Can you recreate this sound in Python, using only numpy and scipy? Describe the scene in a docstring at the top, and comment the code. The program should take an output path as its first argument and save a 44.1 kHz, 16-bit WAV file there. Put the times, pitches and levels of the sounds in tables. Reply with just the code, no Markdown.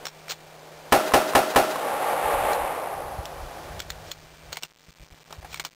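"""A pistol is cocked, fired four times beside a steel drum outdoors, then unloaded with sharp metal clicks.
Each bang rings the drum, bounces off the ground, nearby objects and a rock face, and rolls back from a
far slope a second later. Wind bumps the microphone over a faint, distant rush. A cheap camera turns
itself down at loud sounds, overloads on the shots and adds the grit of coarse 8-bit sound."""
import sys
import numpy as np
from scipy import signal
from scipy.fft import rfft, irfft, next_fast_len
from scipy.io import wavfile
from scipy.ndimage import uniform_filter1d

SR = 44100
rng = np.random.default_rng(int(sys.argv[2]) if len(sys.argv) > 2 else 0)


def master_out(mix):
    """Clip the mix to full scale and print it as 16-bit PCM to the path in sys.argv[1]."""
    frames = np.transpose(np.atleast_2d(mix))
    ceiling = np.clip(frames, -1, 1)
    pcm = np.round(ceiling * 32767).astype(np.int16)
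    wavfile.write(sys.argv[1], SR, pcm)


N = 253562
T = np.arange(N) / SR

# how strong the bang is from low to high pitch: f/Hz, level/dB
BANG_SPECTRUM = [(40, -45.5), (140, -23), (230, -12.5), (340, -4.5), (440, -6.5), (580, -1.5), (820, -4.5),
                 (1050, -9.5), (1500, -9.5), (2200, -16.5), (3500, -18.5), (5800, -21), (8000, -56.5)]
# pitches at which the pistol's steel rings: f/Hz, width/Hz, level/dB
STEEL_RINGS = [(894, 1100, -0.5), (1426, 320, -4), (2295, 120, 0), (3234, 1300, 1.5), (4080, 180, 3),
               (5570, 330, 2)]


def undb(db):
    """Turn decibels into a factor to multiply by."""
    return 10 ** (np.asarray(db) / 20)


def unit(x):
    """Scale a signal to an average strength (rms) of 1."""
    return x / np.sqrt(np.mean(x ** 2))


def noise(points):
    """Noise of strength 1, shaped by rows of f/Hz, level/dB."""
    size = next_fast_len(N)
    hz, db = np.transpose(points)
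    bins = np.maximum(np.fft.rfftfreq(size, 1 / SR), 1)
    gain = undb(np.interp(np.log(bins), np.log(hz), db))
    return unit(irfft(rfft(rng.standard_normal(size)) * gain, size)[:N])


def band(x, hz, width):
    """Keep the pitches around hz; a narrower band rings longer."""
    return signal.lfilter(*signal.iirpeak(hz, hz / width, fs=SR), x)


def cut(x, hz, keep, order):
    """Keep the "low" or the "high" side of hz."""
    return signal.sosfilt(signal.butter(order, min(hz, SR / 3), keep, fs=SR, output="sos"), x)


def add(out, s, x):
    """Mix x into out, starting at s seconds."""
    i = int(s * SR)
    x, i = x[max(-i, 0):], max(i, 0)
    out[i:i + len(x)] += x[:N - i]


def fade(decay_s):
    """A curve 0.1 s long that falls to about a third every decay_s."""
    return np.exp(-T[:SR // 10] / decay_s)


def swell(s, spread_s):
    """A bell-shaped rise and fall around time s."""
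    return np.exp(-.5 * ((T - s) / spread_s) ** 2)


def waver(rate_hz):
    """A slow random drift of strength 1."""
    points = rng.standard_normal(N // 100)
    return unit(np.interp(T * rate_hz, np.arange(len(points)), points))


def distant_rush(waver_db=0.35, waver_hz=7):
    """Faraway outdoor noise that slowly rises and falls, and wavers a little."""
    # loudness over time: t/s, level/dB
    levels = [(0, -43.5), (.5, -38.5), (3.3, -54), (4.05, -45.5), (4.35, -50), (4.8, -47), (5.75, -48)]
    # tone of the rush: f/Hz, level/dB
    spectrum = [(40, -10.5), (250, -13), (400, -1.5), (550, 1), (750, 0.5), (1100, -7.5), (1900, -12),
                (3000, -19), (5000, -19.5), (7000, -35)]
    return undb(np.interp(T, *np.transpose(levels)) + waver_db * waver(waver_hz)) * noise(spectrum)


def wind(start_s=2.22, rise_s=.04, gust_db=-31.5, fall_db_per_s=11, breeze_db=-54.5, flutter_db=3):
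    """A gust rumbles on the microphone and dies to a breeze; swirls of air push and pull on it."""
    # tone of the rumble: f/Hz, level/dB
    spectrum = [(12, -24), (30, 2.5), (65, 7), (120, -3), (200, -12.5), (400, -71)]
    # the strongest swirls: t/s, level/dB, spread/s
    swirls = [(2.253, -17, 0.013), (2.356, -16.5, 0.02), (2.435, -20, 0.029), (2.613, -19.5, .028),
              (3.01, -30.5, 0.056), (3.19, -18, 0.0099), (3.44, -29.5, 0.019), (3.788, -41, .04),
              (3.962, -41, 0.042), (4.217, -39.5, 0.023), (4.891, -29.5, 0.0098), (5.016, -27.5, 0.012),
              (5.12, -35.5, 0.015), (5.389, -32, 0.0071), (5.484, -44.5, 0.062)]
    rumble = noise(spectrum)
    age = np.maximum(T - start_s, 0)
    strength = np.minimum(age / rise_s, 1) * (undb(gust_db - fall_db_per_s * age) + undb(breeze_db))
    flutter = unit(undb(flutter_db * waver(rate_hz=14)))
    out = strength * flutter * rumble
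    for s, db, spread_s in swirls:
        swing = np.sin(2 * np.pi * .55 * (T - s) / spread_s)  # smaller swirls swing faster
        out += undb(db) * swell(s, spread_s) * (undb(-4) * rumble + undb(1) * swing)
    return cut(out, 20, "high", order=2)


def contacts(rows):
    """The force of a few taps that each die away, from rows of t/s, level/dB, decay/s."""
    force = np.zeros(N)
    for s, db, decay_s in rows:
        add(force, s, undb(db) * fade(decay_s))
    return force


def knocks(hollow_hz=720, width_hz=450):
    """Soft bumps on the pistol make a dull, hollow sound."""
    # bumps while it is handled: t/s, level/dB, decay/s
    bumps = [(5.3065, -25, 0.0047), (5.326, -28, 0.013), (5.428, -33, 0.005), (5.447, -31, 0.014)]
    return contacts(bumps) * unit(band(rng.standard_normal(N), hollow_hz, width_hz))


def steel(force, rings, lowest_hz, knock_db=-8):
    """A force knocks the pistol and makes it ring; the sound is as strong as the force."""
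    ring = sum(undb(db) * band(force, hz, width) for hz, width, db in rings)
    knock = undb(knock_db) * cut(force, 6000, "low", order=2)
    return unit(cut(knock + ring, lowest_hz, "high", order=2)) * np.std(force)


def scrapes(hiss_hz=5500, width_hz=3000, hiss_db=3):
    """Sliding parts rub the steel and make a short hiss."""
    # steel sliding on steel: t/s, level/dB, spread/s
    rubs = [(0.299, -21.5, .005), (4.084, -45, 0.031), (5.531, -38, 0.025)]
    pressure = sum(undb(db) * swell(s, spread_s) for s, db, spread_s in rubs)
    rings = [*STEEL_RINGS, (hiss_hz, width_hz, hiss_db)]
    return steel(pressure * rng.standard_normal(N), rings, lowest_hz=900)


def clicks(rebound_s=.0148, loose_decay_s=.006, part_width_hz=170, part_db=8, impact_db=12):
    """A loose steel part touches, strikes home and bounces back, ringing itself and the pistol."""
    # slide, magazine and hammer: t/s, level/dB, decay/s, part's ring/Hz, low cutoff/Hz,
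    # time from touch to strike/s, touch and rebound compared with the strike/dB
    strikes = [(0.068, -13.5, 0.0043, 5570, 354, 0.014, -8), (.2827, -22.5, 0.0014, 2080, 900, 0.0042, -21),
               (0.308, -12, 0.0064, 4070, 340, 0.0082, -6), (0.319, -10.5, 0.0041, 3400, 347, 0.0058, -16),
               (0.916, -34, 0.0063, 5270, 2000, 0.0063, -15), (2.533, -5, 0.0037, 3970, 1190, 0.0051, -16),
               (3.255, -20, 0.0035, 3420, 1790, 0.0044, -40),
               (3.8025, -17, 0.0022, 3360, 1290, 0.0089, -14),
               (3.903, -17.5, 0.0028, 1824, 1406, 0.0074, -20),
               (4.1158, -13, 0.0035, 4210, 1070, 0.0052, -23.5),
               (4.5286, -17.5, 0.0044, 4290, 250, 0.0065, -13.5),
               (4.5704, -8.5, 0.0045, 2220, 262, 0.013, -21), (4.634, -1, 0.0029, 2765, 158, 0.0099, -16),
               (5.3263, -22, 0.0016, 3750, 398, 0.017, -22), (5.5438, -13, .0013, 2290, 596, .015, -16.5),
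               (5.597, -8, 0.0055, 2174, 396, 0.024, -19), (5.6497, -8, 0.0064, 4300, 197.6, 0.0096, -16)]
    out = np.zeros(N)
    for s, db, decay_s, ring_hz, lowest_hz, lead_s, loose_db in strikes:
        touch = (0, loose_db, loose_decay_s)
        strike = (lead_s, 0, decay_s)
        ground_echo = (lead_s, -28, .02)
        rebound = (lead_s + rebound_s, loose_db, loose_decay_s)
        force = contacts([touch, strike, ground_echo, rebound])[:SR // 8]
        force *= rng.standard_normal(SR // 8)  # the parts chatter
        force[int(lead_s * SR)] += undb(impact_db)
        rings = [*STEEL_RINGS, (ring_hz, part_width_hz, part_db)]
        add(out, s - lead_s, undb(db) * steel(force, rings, lowest_hz))
    return out


def far_echo(peak_s=0.96, peak_db=-31.5, rise_db_per_s=38.5, fall_db_per_s=37, dulling_s=1.6):
    """A far slope sends the bang back as a smooth roll; the longer the trip, the duller it sounds."""
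    # tone of the echo: f/Hz, level/dB
    spectrum = [(60, -26), (200, -22.5), (350, -13), (520, -2.5), (700, -2), (830, 1.5), (960, -8),
                (1150, -5), (1400, -12), (2100, -14.5), (3200, -21.5), (5400, -31), (7500, -52)]
    bright = noise(spectrum)
    dull = cut(noise(spectrum), 1300, "low", order=2)
    dull_share = np.minimum(T / dulling_s, 1) ** 2
    roll = undb(peak_db - np.maximum(rise_db_per_s * (peak_s - T), fall_db_per_s * (T - peak_s)))
    return roll * (np.sqrt(1 - dull_share) * bright + np.sqrt(dull_share) * dull)


def scattered_bang(ground_db=1, objects_db=-10.5, thinning_s=0.017, loss_db_per_s=9.5):
    """The bang bounces hard off the ground, then ever more weakly off objects farther away."""
    ground = undb(ground_db) * swell(0.0065, spread_s=0.0024)
    objects = undb(objects_db - loss_db_per_s * T) / np.sqrt(1 + (T / thinning_s) ** 2)
    return (ground + objects) * noise(BANG_SPECTRUM)


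def near_echoes(decay_s=0.0041, rough_db=-9):
    """Nearby surfaces each send back a short slap; smaller ones return a higher pitch."""
    # single echoes: delay/s, level/dB, f/Hz
    slaps = [(.016, -3.5, 303), (.026, -5.5, 738), (.0335, -7, 640), (0.039, -7, 730), (.053, -14, 592),
             (.081, -19.5, 1350), (0.198, -19.5, 1070)]
    out = np.zeros(N)
    age = T[:SR // 10]
    for s, db, hz in slaps:
        rough = undb(rough_db) * unit(band(rng.standard_normal(len(age)), hz, width=900))
        add(out, s, undb(db) * fade(decay_s) * (np.sin(2 * np.pi * hz * age) + rough))
    return out


def rock_echo(delay_s=.155, spread_s=.013, db=-34.5):
    """The rock face throws back a bright spray of tiny echoes."""
    spray = unit(band(rng.standard_normal(N), hz=3200, width=3500))
    return undb(db) * swell(delay_s, spread_s) * spray


def drum():
    """The bang makes the steel drum ring with several fading tones."""
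    # the drum's tones: f/Hz, level/dB, time to fade by 60 dB/s
    tones = [(266.2, -23.5, 0.28), (362.9, -25, 0.28), (389, -9, 0.13), (628, -19, 0.64), (809.7, -4, 0.13),
             (1054, -17.5, 0.15), (1311, -15, 0.19), (1650, -57, 0.051)]
    return sum(undb(db - 60 * T / ring_s) * np.sin(2 * np.pi * hz * T) for hz, db, ring_s in tones)


def shock_wave(db=8, push_s=0.00027):
    """Air pressure jumps up at once, then drops into a longer, weaker pull."""
    return undb(db) * (1 - T / push_s) * np.exp(-T / push_s)


def shots(gas_db=-14, crack_db=-10, crack_decay_s=0.00077):
    """All shots share the same shock and echoes; the churning gas and its bright crack vary."""
    # the four shots: t/s, level/dB
    firings = [(0.9223, 29.5), (1.137, 29), (1.3509, 28.5), (1.5597, 28.5)]
    bang = shock_wave() + scattered_bang() + near_echoes() + rock_echo() + drum() + far_echo()
    out = np.zeros(N)
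    for s, db in firings:
        gas = undb(gas_db) * scattered_bang()
        hiss = cut(rng.standard_normal(SR // 10), 2000, "high", order=2)
        crack = fade(crack_decay_s) * unit(cut(hiss, SR / 6, "low", order=4))
        add(out, s, undb(db) * (bang + gas))
        add(out, s, undb(db + crack_db) * crack)
    return out


def scene():
    """All the sounds meet at one microphone."""
    return (shots() + clicks() + scrapes() + knocks() + wind() + distant_rush())[None]


def auto_volume(x, limit_db=-26, deepest_cut_db=30, recover_db_per_s=18):
    """Sharp, loud sounds turn the camera down at once; it creeps back up, so the echo swells."""
    window = SR // 600
    treble = cut(x, 2400, "high", order=1)
    power = uniform_filter1d(treble ** 2, window, origin=window // 5)
    excess_db = np.clip(10 * np.log10(np.maximum(power, 1e-12)) - limit_db, 0, deepest_cut_db)
    recovery_db = recover_db_per_s * T
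    return x * undb(recovery_db - np.maximum.accumulate(excess_db + recovery_db))


def record(dry, ceiling=0.33, lowest_hz=22, highest_hz=5400, hiss_db=-62.5):
    """The camera squashes loud peaks, adds hum and hiss, and rounds the sound to coarse 8-bit steps."""
    # the camera's hum and whine: f/Hz, peak level/dB
    hum_tones = [(156.1, -53), (2353, -62.5)]
    x = ceiling * np.tanh(auto_volume(dry[0]) / ceiling)
    x = cut(x, highest_hz, "low", order=2)
    x = cut(x, lowest_hz, "high", order=1)
    hum = sum(undb(db) * np.sin(2 * np.pi * hz * T) for hz, db in hum_tones)
    x = x + hum + undb(hiss_db) * rng.standard_normal(N)
    # only every fourth sample is kept; quiet sounds barely reach the first step and crackle
    stepped = np.round(x[::4] * 128) / 128
    held = np.repeat(stepped, 4)[:N]
    treble_cut = signal.ellip(10, .2, 70, 15600, fs=SR, output="sos")
    return signal.sosfilt(treble_cut, held)[None]


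dry = scene()
out = record(dry)
master_out(out)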